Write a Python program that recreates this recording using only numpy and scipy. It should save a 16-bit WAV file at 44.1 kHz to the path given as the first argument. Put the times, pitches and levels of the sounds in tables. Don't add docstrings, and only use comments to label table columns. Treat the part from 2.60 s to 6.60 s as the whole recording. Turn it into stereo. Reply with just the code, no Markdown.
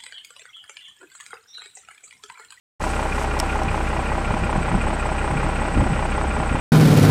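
import sys
import numpy as np
from scipy import signal
from scipy.fft import rfft, irfft
from scipy.io import wavfile
from scipy.ndimage import uniform_filter1d

SR = 44100
rng = np.random.default_rng(int(sys.argv[2]) if len(sys.argv) > 2 else 0)


def to_wav(s):
    ch = np.atleast_2d(s).T
    pcm = np.round(np.clip(ch, -1, 1) * 32767)
    wavfile.write(sys.argv[1], SR, pcm.astype(np.int16))


N = 176400
T = np.arange(N) / SR
FREQS = np.maximum(np.arange(N // 2 + 1) * SR / N, 1)

FIRING_HZ, CYLINDERS = 32.021, 6
CLATTER_LAG_S, CLATTER_RISE_S, CLATTER_DECAY_S = 0.017, 0.0086, 0.013
MIDDLE_REPEAT, TREBLE_REPEAT = .7, .3

# time in seconds, lateness of the firings in seconds.
IDLE_LAG = [(.25, -.0022), (1.9, 0), (2.55, -.0001), (3.25, -.0011), (4, -.0013)]
# multiple of the firing rate, level in dB.
EXHAUST_HARMONICS = [(1, -28.5), (2, -29.5), (3, -43), (4, -53.5), (6, -54), (7, -41.5)]
# midrange gain in dB, treble gain in dB.
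CYLINDER_GAINS = [(-5, -5), (-3.5, -7), (-4.5, -7.5), (-5, -28), (-5, -4), (-4, -11.5)]
# frequency in Hz, gain in dB.
CLATTER_COLOUR = [(200, -12), (320, -4), (500, -5), (800, -2.5), (1100, -4), (1450, -2.5), (1750, -7.5),
                  (2100, -7.5), (2450, -8), (2900, -13), (3700, -23.5), (7000, -37.5)]
# frequency in Hz, width in Hz, gain in dB.
BLOCK_MODES = [(347, 10, -1), (416, 13, -4), (468, 20, -6), (625, 24, -3), (787, 34, -4), (854, 14, -5),
               (930, 22, -5), (983, 20, -8), (1085, 28, -8), (1282, 16, -7), (1402, 26, -3),
               (1602, 16, -10), (1921, 24, -8), (2375, 70, -14)]
# seconds into the cycle, level in dB, centre in Hz, width as a share of the centre.
KNOCKS = [(.0195, -22, 1400, .9), (.0188, -14.5, 880, .5), (.0246, -16, 830, .9), (.0352, -22, 740, .9),
          (.0543, -11.5, 840, 1.3), (.0808, -14, 810, .75), (.0857, -16, 780, .9), (.091, -22, 980, 1),
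          (.1135, -20.5, 760, 1.2), (.1163, -21, 790, 1.2), (.145, -23, 660, 1.2), (.177, -19, 1400, .6)]
# multiple of the firing rate, level in dB.
PANEL_TONES = [(13, -44.5), (17, -45.5), (19, -44.5), (24.33, -44.5), (25.17, -44), (43.67, -47), (60, -50)]
# seconds into the cycle, half length in seconds, level in dB.
RATTLE_BURSTS = [(.148, .003, -34), (.156, 0.0061, -34), (.178, .003, -36)]
# frequency in Hz, width in Hz, gain in dB.
RATTLE_MODES = [(2350, 330, -3), (2405, 65, 3.5), (2486, 230, -6), (2744, 160, -5)]
# frequency in Hz, gain in dB.
CAB_COLOUR = [(25, -14), (60, 2.5), (110, -5.5), (200, -5), (330, -4), (600, -7.5), (1200, -29)]
# time in seconds, level in dB.
BREEZE_LEVEL = [(.2, -31.5), (1.2, -31), (1.8, -28.5), (2.5, -29.5), (3.2, -29), (4, -26.5)]
# time of the peak in seconds, level in dB, half length in seconds.
BUFFETS = [(1.09, -23.5, .035), (1.40, -29, .03), (1.72, -18.5, .025), (1.835, -17.5, .015),
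           (1.98, -17.5, .025), (2.148, -13.5, .024), (2.28, -22.5, .025), (2.745, -19.5, .035),
           (2.86, -19.5, .025), (3.0, -24, .02), (3.195, -11.5, .028), (3.25, -20, .02),
           (3.32, -17.5, .022), (3.675, -23, .02), (3.81, -27, .03), (3.937, -15, .016)]
# frequency in Hz, gain in dB.
WIND_COLOUR = [(20, -1), (45, -2), (90, -1), (165, -0.5), (240, -5.5), (400, -18.5), (800, -29),
               (2000, -59)]
# time in seconds, level in dB.
RUB_LEVEL = [(.2, -40.5), (.35, -45), (.5, -47.5), (.63, -41), (.67, -51.5), (.98, -49), (1.08, -61),
             (1.14, -48), (1.4, -54), (2, -60), (4, -59)]
# frequency in Hz, gain in dB.
CASE_COLOUR = [(2000, 2), (4000, 4), (5700, 5), (7500, 5), (10000, 0.5), (12000, -7.5), (15500, -18)]
# start in seconds, level in dB, left over right in dB.
CLICKS = [(0.79, -34, 16), (0.7926, -29, 9), (.8, -16, -5), (1.034, -33, -1.5)]
# frequency in Hz, gain in dB, seconds to die away by 60 dB.
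CLICK_MODES = [(3300, -11, 0.0045), (4650, -19, 0.012), (5430, 3.5, 0.0072), (6891, -24, .012),
               (8240, -6, 0.0081), (8250, -15, 0.012), (12500, -18, 0.0087)]
# chirps per second, middle of one chirp in seconds, chirp length in seconds,
# pitch in Hz, sag at both ends in Hz, downward slide per half chirp in Hz, relative level in dB.
CRICKET_CHIRPS = [(16.24, 3.383, .038, 8000, 750, 220, -2.5), (16.24, 3.389, .026, 8600, 700, 0, -5),
                  (15.8, 3.105, .036, 8170, 650, 150, -5.5), (18.05, 3.125, .036, 8500, 550, 0, -6.5),
                  (18.05, 3.125, .022, 8900, 300, 0, -14)]
# time in seconds, level in dB.
CRICKET_LEVEL = [(.2, -44), (.5, -49.5), (1, -51.5), (1.6, -51.5), (2.2, -46.5), (3, -47), (4, -46.5)]
# frequency in Hz, gain in dB.
HISS_COLOUR = [(1500, 14), (3500, 8.5), (5500, 6.5), (6500, 3.5), (8700, 7), (9400, -5), (11000, -9.5),
               (13000, -17), (15500, -44)]


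def exhaust(firings, lag_s=0.01672):
    phase = 2 * np.pi * (firings - lag_s * FIRING_HZ)
    throb = sum(np.sqrt(2) * undb(db) * np.cos(k * phase) for k, db in EXHAUST_HARMONICS)
    return throb * undb(.5 * wander(12)) * pan(lr_db=-1.0)


def clatter_power(firings):
    delayed = firings - CLATTER_LAG_S * FIRING_HZ
    middle, treble = 0, 0
    for back in range(2):
        age = (delayed % 1 + back) / FIRING_HZ
        rise = np.minimum(age / CLATTER_RISE_S, 1)
        burst = rise * np.exp(-np.maximum(age - CLATTER_RISE_S, 0) / CLATTER_DECAY_S)
        cylinder = (np.floor(delayed).astype(int) - back) % CYLINDERS
        gains = undb(CYLINDER_GAINS)[cylinder]
        middle += (burst * gains[:, 0]) ** 2
        treble += (burst * gains[:, 1]) ** 2
    return middle, treble


def clatter(firings, level_db=-29.5, ring_db=-32.5, crossover_hz=1720, bed=0.32):
    middle, treble = clatter_power(firings)
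    grain = undb(1.45 * wander(360))
    low = stereo(lambda: cyclic_noise(firings, MIDDLE_REPEAT), side_db=-4.5, lr_db=-4.5)
    high = stereo(lambda: cyclic_noise(firings, TREBLE_REPEAT), side_db=-8.0, lr_db=-2.0)
    low *= grain * np.sqrt(middle + bed ** 2)
    high *= grain * np.sqrt(treble + bed ** 2)
    low_share = 1 / (1 + (FREQS / crossover_hz) ** 8)
    shake = irfft(rfft(low) * np.sqrt(low_share) + rfft(high) * np.sqrt(1 - low_share), N)
    drive = stereo(lambda: cyclic_noise(firings, MIDDLE_REPEAT), side_db=-19.5, lr_db=-2.4)
    ring = irfft(rfft(drive * np.sqrt(middle)) * block_response(), N)
    return undb(level_db) * colour(shake, CLATTER_COLOUR) + undb(ring_db) * unit(ring)


def knocks(firings, jitter_s=.0001, scatter_db=.7, ring_db=-13, port_lag_s=0.00013):
    spectrum = 0
    cycle_starts = np.arange(1, int(firings[-1] / CYLINDERS) + 1) * CYLINDERS
    for at, db, hz, spread in KNOCKS:
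        chance = rng.standard_normal((len(cycle_starts), 2))
        times = np.interp(cycle_starts + at * FIRING_HZ, firings, T) + jitter_s * chance[:, 0]
        strengths = undb(db + scatter_db * chance[:, 1]) * (times < T[-1] - CLATTER_DECAY_S)
        blows = np.bincount((times * SR).astype(int), strengths, N)[:N]
        body = resonance(hz, hz * spread) ** 4
        spectrum += rfft(blows) * body / np.abs(body).mean()
    left_delay = np.exp(-2j * np.pi * FREQS * port_lag_s * np.array([[1], [0]]))
    ringing = 1 + undb(ring_db) * block_response()
    return irfft(spectrum * left_delay * ringing, N) * pan(lr_db=-0.5)


def block_response(top_hz=3200):
    modes = sum(undb(db) * resonance(hz, width) for hz, width, db in BLOCK_MODES)
    return modes / (1 + (FREQS / top_hz) ** 6)


def panel_drone(firings, waver_db=3):
    tones = 0
    for k, db in PANEL_TONES:
        gain = undb(db + waver_db * wander(2.95))
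        tones += gain * np.cos(2 * np.pi * (k * firings + rng.random()))
    return np.sqrt(2) * tones * pan(lr_db=1.0)


def loose_part(firings):
    cycle_s = firings % CYLINDERS / FIRING_HZ
    bursts = sum(undb(db) * np.exp(-((cycle_s - at) / half) ** 2) for at, half, db in RATTLE_BURSTS)
    tin = sum(undb(db) * np.abs(resonance(hz, width)) ** 3 for hz, width, db in RATTLE_MODES)
    shake = stereo(lambda: cyclic_noise(firings, TREBLE_REPEAT), side_db=-14, lr_db=-3.5)
    return bursts * unit(irfft(rfft(shake) * tin, N))


def cab_rumble(firings, level_db=-30.5):
    shake = stereo(lambda: cyclic_noise(firings, MIDDLE_REPEAT), side_db=-0.5)
    return undb(level_db) * colour(shake, CAB_COLOUR)


def wind(eddy_db=3, eddy_hz=70, smoothing_s=0.0306):
    buffet_power = sum(undb(db) ** 2 * np.exp(-((T - at) / half) ** 2) for at, db, half in BUFFETS)
    wind_power = level_curve(BREEZE_LEVEL) ** 2 + buffet_power
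    eddies = colour(stereo(noise, side_db=-1.5) * undb(eddy_db * wander(eddy_hz)), WIND_COLOUR)
    eddy_power = uniform_filter1d(np.mean(eddies ** 2, axis=0), int(smoothing_s * SR))
    return eddies * np.sqrt(wind_power / eddy_power)


def handling(crack_db=-2.5, crack_s=0.002):
    friction = stereo(noise, side_db=-30) * undb(2.0 * wander(250))
    out = level_curve(RUB_LEVEL) * colour(friction, CASE_COLOUR)
    for at, db, lr_db in CLICKS:
        age = np.maximum(T - at, 0)
        ring = sum(undb(mode_db - 60 * age / t60) * np.sin(2 * np.pi * hz * age)
                   for hz, mode_db, t60 in CLICK_MODES)
        crack = undb(crack_db) * colour(noise(), CASE_COLOUR) * np.exp(-age / crack_s) * (T >= at)
        out += undb(db) * (ring + crack) * pan(lr_db)
    return out


def crickets(roughness=0.29, tooth_hz=260):
    chorus = 0
    for rate, at, length, hz, sag, slide, db in CRICKET_CHIRPS:
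        from_middle_s = (((T - at) * rate + .5) % 1 - .5) / rate
        stroke = np.clip(from_middle_s / (length / 2), -1, 1)
        pitch_hz = hz - sag * stroke ** 2 - slide * stroke + 40 * wander(12)
        phase = 2 * np.pi * np.cumsum(pitch_hz) / SR
        scrape = wander(tooth_hz) * np.cos(phase) + wander(tooth_hz) * np.sin(phase)
        chirps = (np.cos(phase) + roughness * scrape) * np.cos(np.pi * stroke / 2)
        chorus += undb(db + 0.48 * wander(6.2)) * unit(chirps)
    return unit(chorus) * level_curve(CRICKET_LEVEL) * pan(lr_db=-2.0)


def outdoor_hiss(level_db=-43.5):
    return undb(level_db) * colour(stereo(noise, side_db=-8.0), HISS_COLOUR)


def cyclic_noise(firings, share):
    size = int(CYLINDERS / FIRING_HZ * SR)
    cycle = unit(irfft(np.exp(2j * np.pi * rng.random(size // 2 + 1)), size))
    repeating = np.interp(firings / CYLINDERS * size, np.arange(size), cycle, period=size)
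    return np.sqrt(share) * repeating + np.sqrt(1 - share) * noise()


def noise():
    return rng.standard_normal(N)


def wander(hz):
    return unit(np.interp(T * hz * 2, np.arange(8000), rng.standard_normal(8000)))


def colour(x, points):
    hz, db = np.array(points).T
    ends = np.minimum(FREQS / hz[0], 1) ** 2 * np.minimum(hz[-1] / FREQS, 1) ** 2
    gain = undb(np.interp(np.log(FREQS), np.log(hz), db))
    return unit(irfft(rfft(x) * ends * gain, N))


def resonance(hz, width):
    return 1 / (1 + 1j * (FREQS ** 2 - hz ** 2) / (FREQS * width))


def stereo(make, side_db, lr_db=0):
    return unit(make() + undb(side_db) * make() * np.array([[1], [-1]])) * pan(lr_db)


def pan(lr_db):
    return undb(np.array([[lr_db], [-lr_db]]) / 2)


def level_curve(rows):
    return undb(np.interp(T, *np.array(rows).T))


def undb(db):
    return 10 ** (np.asarray(db) / 20)


def unit(x):
    return x / np.sqrt(np.mean(x ** 2))


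def scene():
    firings = FIRING_HZ * (T - np.interp(T, *np.array(IDLE_LAG).T))
    background = cab_rumble(firings) + outdoor_hiss()
    engine = exhaust(firings) + clatter(firings) + knocks(firings)
    bodywork = panel_drone(firings) + loose_part(firings)
    return engine + bodywork + background + crickets() + wind() + handling()


def record(dry, start_s=0.1953, fade_s=0.024, top_hz=15500):
    fade_in = np.clip((T - start_s) / fade_s, 0, 1)
    lowpass = signal.ellip(8, .2, 70, top_hz, fs=SR, output="sos")
    return signal.sosfilt(lowpass, dry * fade_in)


dry = scene()
out = record(dry)
to_wav(out)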